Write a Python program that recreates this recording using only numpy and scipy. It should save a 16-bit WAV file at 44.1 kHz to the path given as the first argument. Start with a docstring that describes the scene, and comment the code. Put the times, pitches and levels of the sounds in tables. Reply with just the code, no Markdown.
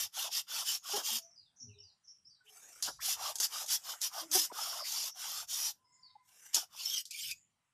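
"""A hand pump sprayer mists seedlings outdoors, in three runs of quick strokes.
Firm pushes and softer pulls hiss through the nozzle, and on the pulls liquid slurps in the barrel,
falling in pitch. The plunger seal honks as the first run ends, and small birds chirp in the pause.
The second run spits and dribbles, with another loud honk. In the last, air gets into the line:
the jet splutters, the nozzle sings and the sound thins as the barrel runs dry."""
import sys
import numpy as np
from scipy import signal
from scipy.fft import rfft, irfft, next_fast_len
from scipy.io import wavfile
from scipy.ndimage import map_coordinates

SR = 44100
rng = np.random.default_rng(int(sys.argv[2]) if len(sys.argv) > 2 else 0)


def output_pcm(signal):
    """Save a mono or channel-first signal as 16-bit PCM at the path in sys.argv[1].

    Samples are clipped to [-1, 1] before scaling.
    """
    pcm = np.clip(np.atleast_2d(signal).T, -1, 1) * 32767
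    wavfile.write(sys.argv[1], SR, np.round(pcm).astype(np.int16))


N = 340893

# Tone of the still air, the jet's body, the sizzle of its finest drops, a spit and the dribble.
# Each row: frequency in Hz, relative level in dB.
AIR_TONE = [(25, -19), (60, -16), (100, -4.5), (180, -7), (400, -22), (1000, -16.5), (2500, -20.5),
            (5500, -25.5), (8000, -21), (10000, -25.5), (14000, -48)]
JET_TONE = [(500, -29), (900, -15), (2100, -13), (3000, -24), (4000, -7), (4700, -2.5), (5500, -1),
            (6300, -1), (7100, -3.5), (8000, -8), (9200, -7.5), (12000, -32)]
MIST_TONE = [(6500, -27), (8500, -8.5), (10400, 6.5), (11200, 3), (12200, 6.5), (12800, -0.5),
             (13600, 11.5), (14500, -18.5)]
SPIT_TONE = [(400, -30.5), (900, -20.5), (2200, -24.5), (3500, -9.5), (5000, -0.5), (7000, 1), (8300, -10),
             (11000, -8), (13700, -15.5)]
DRIBBLE_TONE = [(300, -18), (800, -15.5), (1500, -7.5), (3000, -7.5), (4200, -15.5), (5600, -1.5),
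                (7200, 0), (9000, -7), (14000, -9)]
# Short, firm pushes. Each row: start and length in seconds, level and swell over the stroke in dB.
PUSHES = [(-.069, 0.16, -35.5, -11), (0.295, 0.14, -34.5, 0.5), (0.637, 0.16, -34, -7),
          (1.014, 0.2, -34.5, 0), (2.811, 0.11, -41, -4.5), (2.994, 0.18, -33.5, 3),
          (3.401, 0.085, -24.5, -9.5), (3.662, .13, -31, 0.5), (3.999, .11, -33, -14.5),
          (4.304, 0.19, -29.5, -18.5), (4.822, 0.3, -38, -1), (5.465, 0.27, -36.5, 3.5),
          (6.525, 0.15, -40, -33.5), (6.868, 0.17, -37, 5.5)]
# Softer pulls refill the barrel. Each row: start and length in seconds, level, swell and slurp in dB.
PULLS = [(0.115, 0.2, -36.5, -11.5, -50.5), (0.457, 0.21, -37.5, -1.5, -52.5),
         (0.811, 0.23, -38.5, 6.5, -54.5), (3.135, 0.21, -40.5, 11, -47), (3.479, 0.2, -38, -7.5, -51.5),
         (3.817, 0.16, -39, -10, -51.5), (4.086, .18, -42, -0.5, -48.5), (4.503, .35, -41, -7.5, -50.5),
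         (5.128, 0.34, -41, 0.5, -56.5), (6.672, 0.25, -48, 30.5, -65), (7.097, .256, -41, 4.5, -85.5)]
# Narrow resonances of nozzle and barrel. Each row: centre and width in Hz, gain in dB.
NOZZLE_RESONANCES = [(3583, 370, -7), (4690, 220, -8), (5160, 120, -4), (5230, 510, -7.5),
                     (5610, 570, -2.5), (6920, 480, -11), (7400, 180, -8.5)]
# The rasp changes with where the wand points. Each row: time in seconds, gain in dB.
RASP_RIDE = [(.6, 0), (1.1, -3), (2.8, -3.5), (5.7, -6.5), (6.7, -5)]
# Air gets into the line. Each row: time in seconds, share of splutter from 0 to 1.
SPLUTTER_MIX = [(0, 0.35), (6.7, 0.29), (6.9, 1), (7.15, 1)]
# The gardener moves about. Each row: start and length in seconds, level in dB.
THUDS = [(0, .1, -71), (2.799, 0.32, -72.5), (3.05, 0.337, -75.5), (5.2, .5, -79), (7.201, 0.17, -72)]
# The barrel rings higher or lower with its liquid. Each row: time in seconds, pitch as a multiple.
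BARREL_PITCH = [(1.2, 1.14), (3.1, .96), (4.2, .92), (4.7, 1.08), (5.2, 1.15)]
# The valve snaps open. Each row: start in seconds, level in dB, seconds to die away by 60 dB.
SPITS = [(0.481, -53, 0.068), (.84, -52.5, .1), (2.824, -31, 0.25), (3.355, -36, 0.099),
         (3.384, -40.5, 0.094), (3.4, -26.5, 0.15), (3.661, -42, .08), (3.838, -55, .1), (4.015, -33, 0.12),
         (4.314, -32, 0.13), (6.544, -22.5, 0.13), (7.053, -45, 0.12), (7.108, -40.5, .16),
         (7.311, -34, 0.045)]
# A bird's chip (grace note, loud note, tail) and its answer, three notes stepping down. Each row:
# delay and length in seconds, first and last pitch as multiples, width in Hz, gain in dB.
CHIP_NOTES = [(-.04, 0.11, 1.06, 1.17, 823, -13), (0, .07, .97, 1.05, 615, -0.5),
              (0.056, .06, 1.03, 1, 300, -10)]
CASCADE_NOTES = [(0, 0.072, 0.91, 1.1, 323, 4), (.05, .068, .875, .83, 285, -1),
                 (.095, .06, .77, .7, 420, -12.5)]
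# The bird chips. Each row: time in seconds, pitch in Hz, level in dB.
CHIPS = [(0.751, 6440, -61.5), (1.21, 5800, -60.5), (1.595, 5690, -52.5), (2.07, 5480, -57.5),
         (2.72, 5740, -65), (5.079, 5660, -54), (5.92, 6980, -71), (7.349, 6970, -67)]
# It answers. Each row: start in seconds, pitch in Hz, level and accent on the first note in dB.
CASCADES = [(1.304, 5680, -60, -13), (1.78, 5600, -61, -2.5), (2.245, 5510, -64, -1.5),
            (2.871, 5700, -68.5, 9), (5.975, 5320, -60, -25)]
# A lower bird slides down. Each row: start in seconds, first pitch in Hz, level in dB.
BIRD_SLIDES = [(1.45, 3805, -77), (1.685, 2930, -70), (1.73, 4100, -74), (1.776, 3120, -73)]
# Overtones of the rubbing seal. Each row: harmonic number, gain in dB.
SEAL_OVERTONES = [(2, -1), (3, -19.5), (4, -16.5)]
# The seal sticks and honks. Each row: start and length in seconds, pitch in Hz, level in dB.
HONKS = [(.93, 0.041, 412, -40), (1.097, 0.098, 230, -60.5), (4.205, 0.084, 325, -58),
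         (4.268, .19, 308, -57), (4.344, 0.039, 376, -38.5)]
# It lets go after a loud honk. Each row: start and length in seconds, level in dB.
GULPS = [(.963, .024, -45), (4.514, 0.015, -47)]
# Its short, pure peeps. Each row: start in seconds, pitch in Hz, level in dB.
PEEPS = [(1.083, 870, -47.5), (4.498, 980, -48.5), (6.151, 845, -54.5)]
# Wet knocks of the plunger. Each row: start and length in seconds, level in dB.
KNOCKS = [(0.963, 0.094, -45), (2.866, 0.059, -40), (3.405, 0.021, -47), (6.553, 0.058, -43)]
# The ring of a knock. Each row: first pitch, last pitch and width in Hz, gain in dB.
KNOCK_RESONANCES = [(399, 460, 350, -12), (884, 740, 470, -1), (1500, 1350, 500, -2.5)]
# Distant hums and calls. Each row: start and length in seconds, pitch in Hz, level in dB.
HUMS = [(1.173, .17, 678, -71.5), (1.61, .25, 410, -71.5), (2.431, 0.19, 424, -75),
        (5.731, 0.67, 1009, -77), (5.796, 0.4, 5150, -78), (5.829, 0.5, 2060, -83),
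        (2.401, 0.037, 1500, -71.5)]
# A far drone. Each row: start and length in seconds, first pitch, last pitch, width in Hz, level in dB.
DRONE = [(1.6, .29, 122, 88, 28, -64), (1.6, .11, 260, 200, 60, -69)]
# Weak mist around the strokes. Each row: start and length in seconds, level and swell in dB.
DRIBBLES = [(2.419, 0.44, -58, 1.5), (3.086, 1.63, -58.5, -7.5), (6.208, 0.42, -60.5, 3)]
# The nozzle starts up. Each row: start and length in seconds, first and last pitch in Hz, level in dB.
SQUIRTS = [(2.46, 0.042, 2800, 3110, -63.5), (2.985, 0.064, 1120, 3940, -56.5),
           (4.785, .093, 5280, 4640, -45.5), (4.835, 0.063, 1900, 3340, -54)]
# The nozzle sings, one curve a stroke. Each point: time in seconds, pitch in Hz, level in dB.
SINGING_CURVES = [
    [(6.84, 3210, -61.5), (6.88, 3025, -48.5), (6.908, 3280, -54), (6.924, 3260, -41), (6.994, 3030, -40),
     (7.02, 3260, -73)],
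    [(7.103, 2513, -60), (7.118, 2503, -52), (7.19, 2325, -54), (7.28, 2450, -59), (7.322, 2480, -48.5),
     (7.35, 2500, -70)],
]
# Its partials. Each row: pitch as a multiple, width in Hz, gain in dB.
SINGING_PARTIALS = [(0.999, 323, -1), (1.931, 450, -4.5)]


def undb(db):
    """Decibels to gain."""
    return 10 ** (np.asarray(db) / 20)


def unit(x):
    """Scale to rms 1."""
    return x / np.sqrt(np.mean(x ** 2) + 1e-18)


def add(out, start, x):
    """Mix x into out at start seconds."""
    i = int(start * SR)
    x, i = x[max(-i, 0):], max(i, 0)
    out[i:i + len(x)] += x[:max(len(out) - i, 0)]


def curve(points):
    """An automation line through (seconds, value) points."""
    return np.interp(np.arange(N) / SR, *np.transpose(points))


def colour(x, points):
    """EQ x through (Hz, dB) points, at rms 1."""
    hz, db = np.transpose(points)
    size = next_fast_len(len(x))
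    bins_hz = np.maximum(np.fft.rfftfreq(size, 1 / SR), 1)
    gain = undb(np.interp(np.log(bins_hz), np.log(hz), db))
    return unit(irfft(rfft(x, size) * gain, size)[:len(x)])


def resonate(x, hz, width):
    """One resonance, gain 1 at its centre."""
    return signal.lfilter(*signal.iirpeak(hz, hz / width, fs=SR), x + 1e-18 * rng.standard_normal(len(x)))


def wander(count, rate_hz):
    """Smooth random drift of rms 1, slower than rate_hz."""
    lead = SR // 10
    sos = signal.butter(4, rate_hz, fs=SR, output="sos")
    return unit(signal.sosfilt(sos, rng.standard_normal(count + lead))[lead:])


def flutter(x, depth_db, width_hz, hold_s):
    """Patches of the spectrum swell and fade by chance, each for about hold_s."""
    hz, t, spectrum = signal.stft(x, SR, nperseg=1024)
    chance = rng.standard_normal((200, 400))
    grid = np.meshgrid(hz / width_hz, t / hold_s, indexing="ij")
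    patches = unit(map_coordinates(chance, grid, order=1, mode="wrap"))
    _, fluttered = signal.istft(spectrum * undb(depth_db * patches), SR, nperseg=1024)
    return unit(fluttered[:len(x)]) * np.std(x)


def gate(length, rise, fall):
    """An envelope with smooth fades, all in seconds."""
    t = np.arange(int(length * SR)) / SR
    fade_in = np.sin(np.pi / 2 * np.clip(t / rise, 0, 1))
    fade_out = np.sin(np.pi / 2 * np.clip((length - t) / fall, 0, 1))
    return (fade_in * fade_out) ** 2


def swelling(env, db, swell_db):
    """Ramp an envelope by swell_db, passing db halfway."""
    return env * undb(db + swell_db * np.linspace(-.5, .5, len(env)))


def glide(count, first_hz, last_hz):
    """Phase of a sliding pitch."""
    return 2 * np.pi * np.cumsum(np.geomspace(first_hz, last_hz, count)) / SR


def blown(phase, width_hz):
    """A breathy resonance that follows a phase, blown by turbulence."""
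    count, rate_hz = len(phase), width_hz / 2
    return unit(wander(count, rate_hz) * np.cos(phase) + wander(count, rate_hz) * np.sin(phase))


def notes(rows, rise_share, fall_share):
    """Play rows of breathy, gliding notes."""
    out = np.zeros(N)
    for start, length, first_hz, last_hz, width_hz, db in rows:
        env = gate(length, rise_share * length, fall_share * length)
        add(out, start, undb(db) * env * blown(glide(len(env), first_hz, last_hz), width_hz))
    return out


def still_air(db=-83):
    """A bed of outdoor air that flickers faintly."""
    air = colour(rng.standard_normal(N), AIR_TONE)
    return undb(db) * flutter(air, depth_db=3, width_hz=400, hold_s=.12)


def droplets(spread_db):
    """The jet breaks up into a dense stream of tiny, unequal clicks."""
    return rng.standard_normal(N) * undb(spread_db * wander(N, 3900))


def spray(jet_db=-4.5, rasp_db=-5.5, mist_db=-7, rumble_db=-46, sputter_db=.67,
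          rasp_hz=3150, rasp_width_hz=1200, rasp_loss=.54, rasp_ref_db=-39.5):
    """Pump pressure drives the jet, its coarse rasp and the fine mist; the flow sputters a little."""
    flow, rasp_flow = np.zeros((2, N))
    for strokes, rise_s, fall_s in (PUSHES, .061, .059), (PULLS, .12, .07):
        for start, length, db, swell_db, *_ in strokes:
            env = swelling(gate(length, rise_s, fall_s), db, swell_db)
            add(flow, start, env)
            # a harder jet breaks up finer, so less of it is rasp
            add(rasp_flow, start, env * undb(-rasp_loss * (db - rasp_ref_db)))
    jet = undb(jet_db) * flow * colour(droplets(spread_db=.5), JET_TONE)
    rasp = resonate(droplets(spread_db=0), rasp_hz, rasp_width_hz)
    rasp = unit(resonate(rasp, rasp_hz, rasp_width_hz))
    jet += undb(rasp_db + curve(RASP_RIDE)) * rasp_flow * rasp
    jet += sum(undb(db) * resonate(jet, hz, width) for hz, width, db in NOZZLE_RESONANCES)
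    mist = undb(mist_db) * flow * colour(droplets(spread_db=3), MIST_TONE)
    # the moving wand shifts the resonances of the hiss
    hiss = flutter(jet + mist, depth_db=2.6, width_hz=130, hold_s=.07)
    # the pump body rumbles while it is worked
    rumble = colour(rng.standard_normal(N), [(30, -21.5), (110, 8), (250, -1.5), (600, -17), (1500, -42.5)])
    return hiss * undb(sputter_db * wander(N, 63)) + undb(rumble_db) * flow * rumble


def splutter(hiss, surge_db=2):
    """Bubbles passing the nozzle break the hiss into brief, coarse resonances and make it surge."""
    share = curve(SPLUTTER_MIX)
    broken = flutter(hiss, depth_db=4.3, width_hz=330, hold_s=.022)
    return (1 - share) * hiss + share * broken * undb(surge_db * wander(N, 45))


def barrel_pitch(time):
    """The barrel's tuning at a time, as a multiple."""
    return np.interp(time, *np.transpose(BARREL_PITCH))


def bubbles(count, low_hz=650, high_hz=1500, cycles=22, size_db=4):
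    """A dense stream of small bubbles, each a short rising ring."""
    out = np.zeros(N)
    for when, pitch, size in rng.random((count, 3)):
        hz = low_hz * (high_hz / low_hz) ** pitch
        samples = int(cycles * SR / hz)
        ring = np.exp(-np.linspace(0, 5, samples)) * np.sin(glide(samples, hz, 1.2 * hz))
        add(out, when * N / SR, undb(-size_db * np.log(size + .02)) * ring)
    return unit(out)


def slurp(first_hz=1250, last_hz=850, width_hz=650, low_cut_hz=520,
          push_db=-60, rush_db=-2, skirt_db=-7, gurgle_db=.5, bubble_db=-2):
    """Liquid and air churn in the barrel; the cavity grows along the stroke, so its resonance sinks."""
    rush, flow = np.zeros((2, N))
    for start, length, _, _, db in [(*push, push_db) for push in PUSHES] + list(PULLS):
        env = undb(db) * gate(length, rise=.078, fall=.05)
        phase = barrel_pitch(start) * glide(len(env), first_hz, last_hz)
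        core, skirt = blown(phase, width_hz), blown(phase, 3 * width_hz)
        add(flow, start, env)
        add(rush, start, env * (core + undb(skirt_db) * skirt))
    churn = rush * undb(rush_db + gurgle_db * wander(N, 55))
    churn += undb(bubble_db) * flow * bubbles(count=1200)
    churn = flutter(churn, depth_db=4, width_hz=150, hold_s=.03)
    low_cut = signal.butter(4, low_cut_hz, "high", fs=SR, output="sos")
    return signal.sosfilt(low_cut, churn + 1e-18 * rng.standard_normal(N))


def thuds(first_hz=115, last_hz=90, width_hz=100):
    """The gardener's movements thud softly through the boards."""
    rows = [(start, length, first_hz, last_hz, width_hz, db) for start, length, db in THUDS]
    return notes(rows, rise_share=.15, fall_share=.41)


def glugs(at_share=.55, length_share=.36, first_hz=980, last_hz=686.4, width_hz=230, gain_db=-7.5):
    """The liquid glugs once partway through each pull, falling in pitch, its level tied to the slurp."""
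    rows = [(start + at_share * length, length_share * length,
             barrel_pitch(start) * first_hz, barrel_pitch(start) * last_hz, width_hz, slurp_db + gain_db)
            for start, length, _, _, slurp_db in PULLS]
    return notes(rows, rise_share=.44, fall_share=1)


def spits(attack_s=.0011, click_db=-5, click_t60=.02):
    """Each snap of the valve clicks and lets out a short, ringing burst of spray."""
    flow, t = np.zeros(N), np.arange(SR // 4) / SR
    for start, db, t60 in SPITS:
        decay = undb(-60 * t / t60) + undb(click_db - 60 * t / click_t60)
        add(flow, start, undb(db) * np.minimum(t / attack_s, 1) * decay)
    burst = colour(droplets(spread_db=3), SPIT_TONE)
    return flow * flutter(burst, depth_db=3.2, width_hz=300, hold_s=.12)


def birds(slide_s=.075, slide_ratio=.83, slide_width_hz=210):
    """One bird trades chips and cascades; a lower one slides down in single notes between them."""
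    rows = [(start + delay, length, hz * first, hz * last, width, db + note_db)
            for start, hz, db in CHIPS for delay, length, first, last, width, note_db in CHIP_NOTES]
    for start, hz, db, accent_db in CASCADES:
        for k, (delay, length, first, last, width, note_db) in enumerate(CASCADE_NOTES):
            level_db = db + note_db + (accent_db if k == 0 else 0)
            rows.append((start + delay, length, hz * first, hz * last, width, level_db))
    rows += [(start, slide_s, hz, hz * slide_ratio, slide_width_hz, db) for start, hz, db in BIRD_SLIDES]
    return notes(rows, rise_share=.18, fall_share=.46)


def squeak(length, first_hz, last_hz, overtones_db, rough):
    """One stick-slip note of the wet seal."""
    env = gate(length, length / 3, length / 3)
    phase = glide(len(env), first_hz, last_hz) + rough * wander(len(env), 200)
    tone = np.sin(phase) + sum(undb(overtones_db + db) * np.sin(k * phase) for k, db in SEAL_OVERTONES)
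    return np.sqrt(2) * env * tone * (1 + rough * wander(len(env), 200))


def plunger_seal(honk_glide=1.05, brightening=.6, bright_ref_db=-41.5, peep_s=.021, peep_glide=.95):
    """The seal honks, brighter the harder it rubs, gulps as it lets go and now and then peeps."""
    out = np.zeros(N)
    for start, length, hz, db in HONKS:
        bend = honk_glide ** .5
        overtones_db = brightening * (db - bright_ref_db)
        add(out, start, undb(db) * squeak(length, hz / bend, hz * bend, overtones_db, rough=.096))
    for start, length, db in GULPS:
        add(out, start, undb(db) * squeak(length, first_hz=828, last_hz=252, overtones_db=2, rough=.2))
    for start, hz, db in PEEPS:
        bend = peep_glide ** .5
        add(out, start, undb(db) * squeak(peep_s, hz / bend, hz * bend, overtones_db=-35, rough=.079))
    return out


def knocks():
    """Each wet knock of the plunger rings in three broad resonances."""
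    rows = [(start, length, first_hz, last_hz, width_hz, db + ring_db)
            for start, length, db in KNOCKS for first_hz, last_hz, width_hz, ring_db in KNOCK_RESONANCES]
    return notes(rows, rise_share=.44, fall_share=1)


def hums(width_share=.047, waver_db=2):
    """Faint, wavering tones from far off, and one low drone that sinks."""
    rows = [(start, length, hz, hz, width_share * hz, db) for start, length, hz, db in HUMS]
    return notes(rows + list(DRONE), rise_share=.25, fall_share=.25) * undb(waver_db * wander(N, 14))


def dribble(gurgle_hz=780, gurgle_width_hz=160, gurgle_db=10, uneven_db=2):
    """With little pressure left the nozzle trickles unevenly and the barrel gurgles with it."""
    flow = np.zeros(N)
    for start, length, db, swell_db in DRIBBLES:
        add(flow, start, swelling(gate(length, rise=.15, fall=.075), db, swell_db))
    trickle = colour(droplets(spread_db=-2.5), DRIBBLE_TONE)
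    trickle += undb(gurgle_db) * resonate(trickle, gurgle_hz, gurgle_width_hz)
    flow *= undb(uneven_db * wander(N, 30))
    return flow * flutter(trickle, depth_db=4.5, width_hz=230, hold_s=.06)


def whistles(squirt_width_hz=800, waver_db=3.5):
    """The nozzle squirts in short glides, and sings in two breathy partials once air comes through."""
    rows = [(start, length, first, last, squirt_width_hz, db) for start, length, first, last, db in SQUIRTS]
    out = notes(rows, rise_share=.17, fall_share=.067)
    for points in SINGING_CURVES:
        times, hz, db = np.transpose(points)
        t = np.arange(times[0], times[-1], 1 / SR)
        phase = 2 * np.pi * np.cumsum(np.interp(t, times, hz)) / SR
        tone = sum(undb(gain_db) * blown(k * phase, width) for k, width, gain_db in SINGING_PARTIALS)
        level_db = np.interp(t, times, db) + waver_db * wander(len(t), 45)  # wavers as bubbles pass
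        add(out, times[0], undb(level_db) * tone)
    return flutter(out, depth_db=3, width_hz=170, hold_s=.025)


def run_dry(x, empty_at_s=7, drain_s=.21, low_cut_hz=1800):
    """As the barrel empties, the wet low end drains away."""
    liquid = np.clip((empty_at_s - np.arange(N) / SR) / drain_s, 0, 1)
    low_cut = signal.butter(2, low_cut_hz, "high", fs=SR, output="sos")
    thin = signal.sosfiltfilt(low_cut, x + 1e-18 * rng.standard_normal(N))
    return liquid * x + (1 - liquid) * thin


def garden(x, t60, wet_db):
    """Add the diffuse echo of boards and fences."""
    t = np.arange(SR // 2) / SR
    tail = rng.standard_normal(len(t)) * undb(-60 * t / t60)
    return x + undb(wet_db) * signal.fftconvolve(x, tail / np.linalg.norm(tail))[:len(x)]


def scene():
    """The sprayer up close, birds and hums further off, over a bed of still air."""
    pumping = run_dry(splutter(spray()) + spits() + slurp())
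    close = pumping + dribble() + glugs() + knocks() + plunger_seal() + whistles() + thuds()
    near = garden(close, t60=.17, wet_db=-17)
    far = garden(birds(), t60=.29, wet_db=-2) + garden(hums(), t60=.32, wet_db=-8)
    return (near + far + still_air())[None]


def record(dry):
    """A steep high cut on the whole mix."""
    top_hz = 14050
    return signal.sosfilt(signal.ellip(10, .2, 70, top_hz, fs=SR, output="sos"), dry)


dry = scene()
out = record(dry)
output_pcm(out)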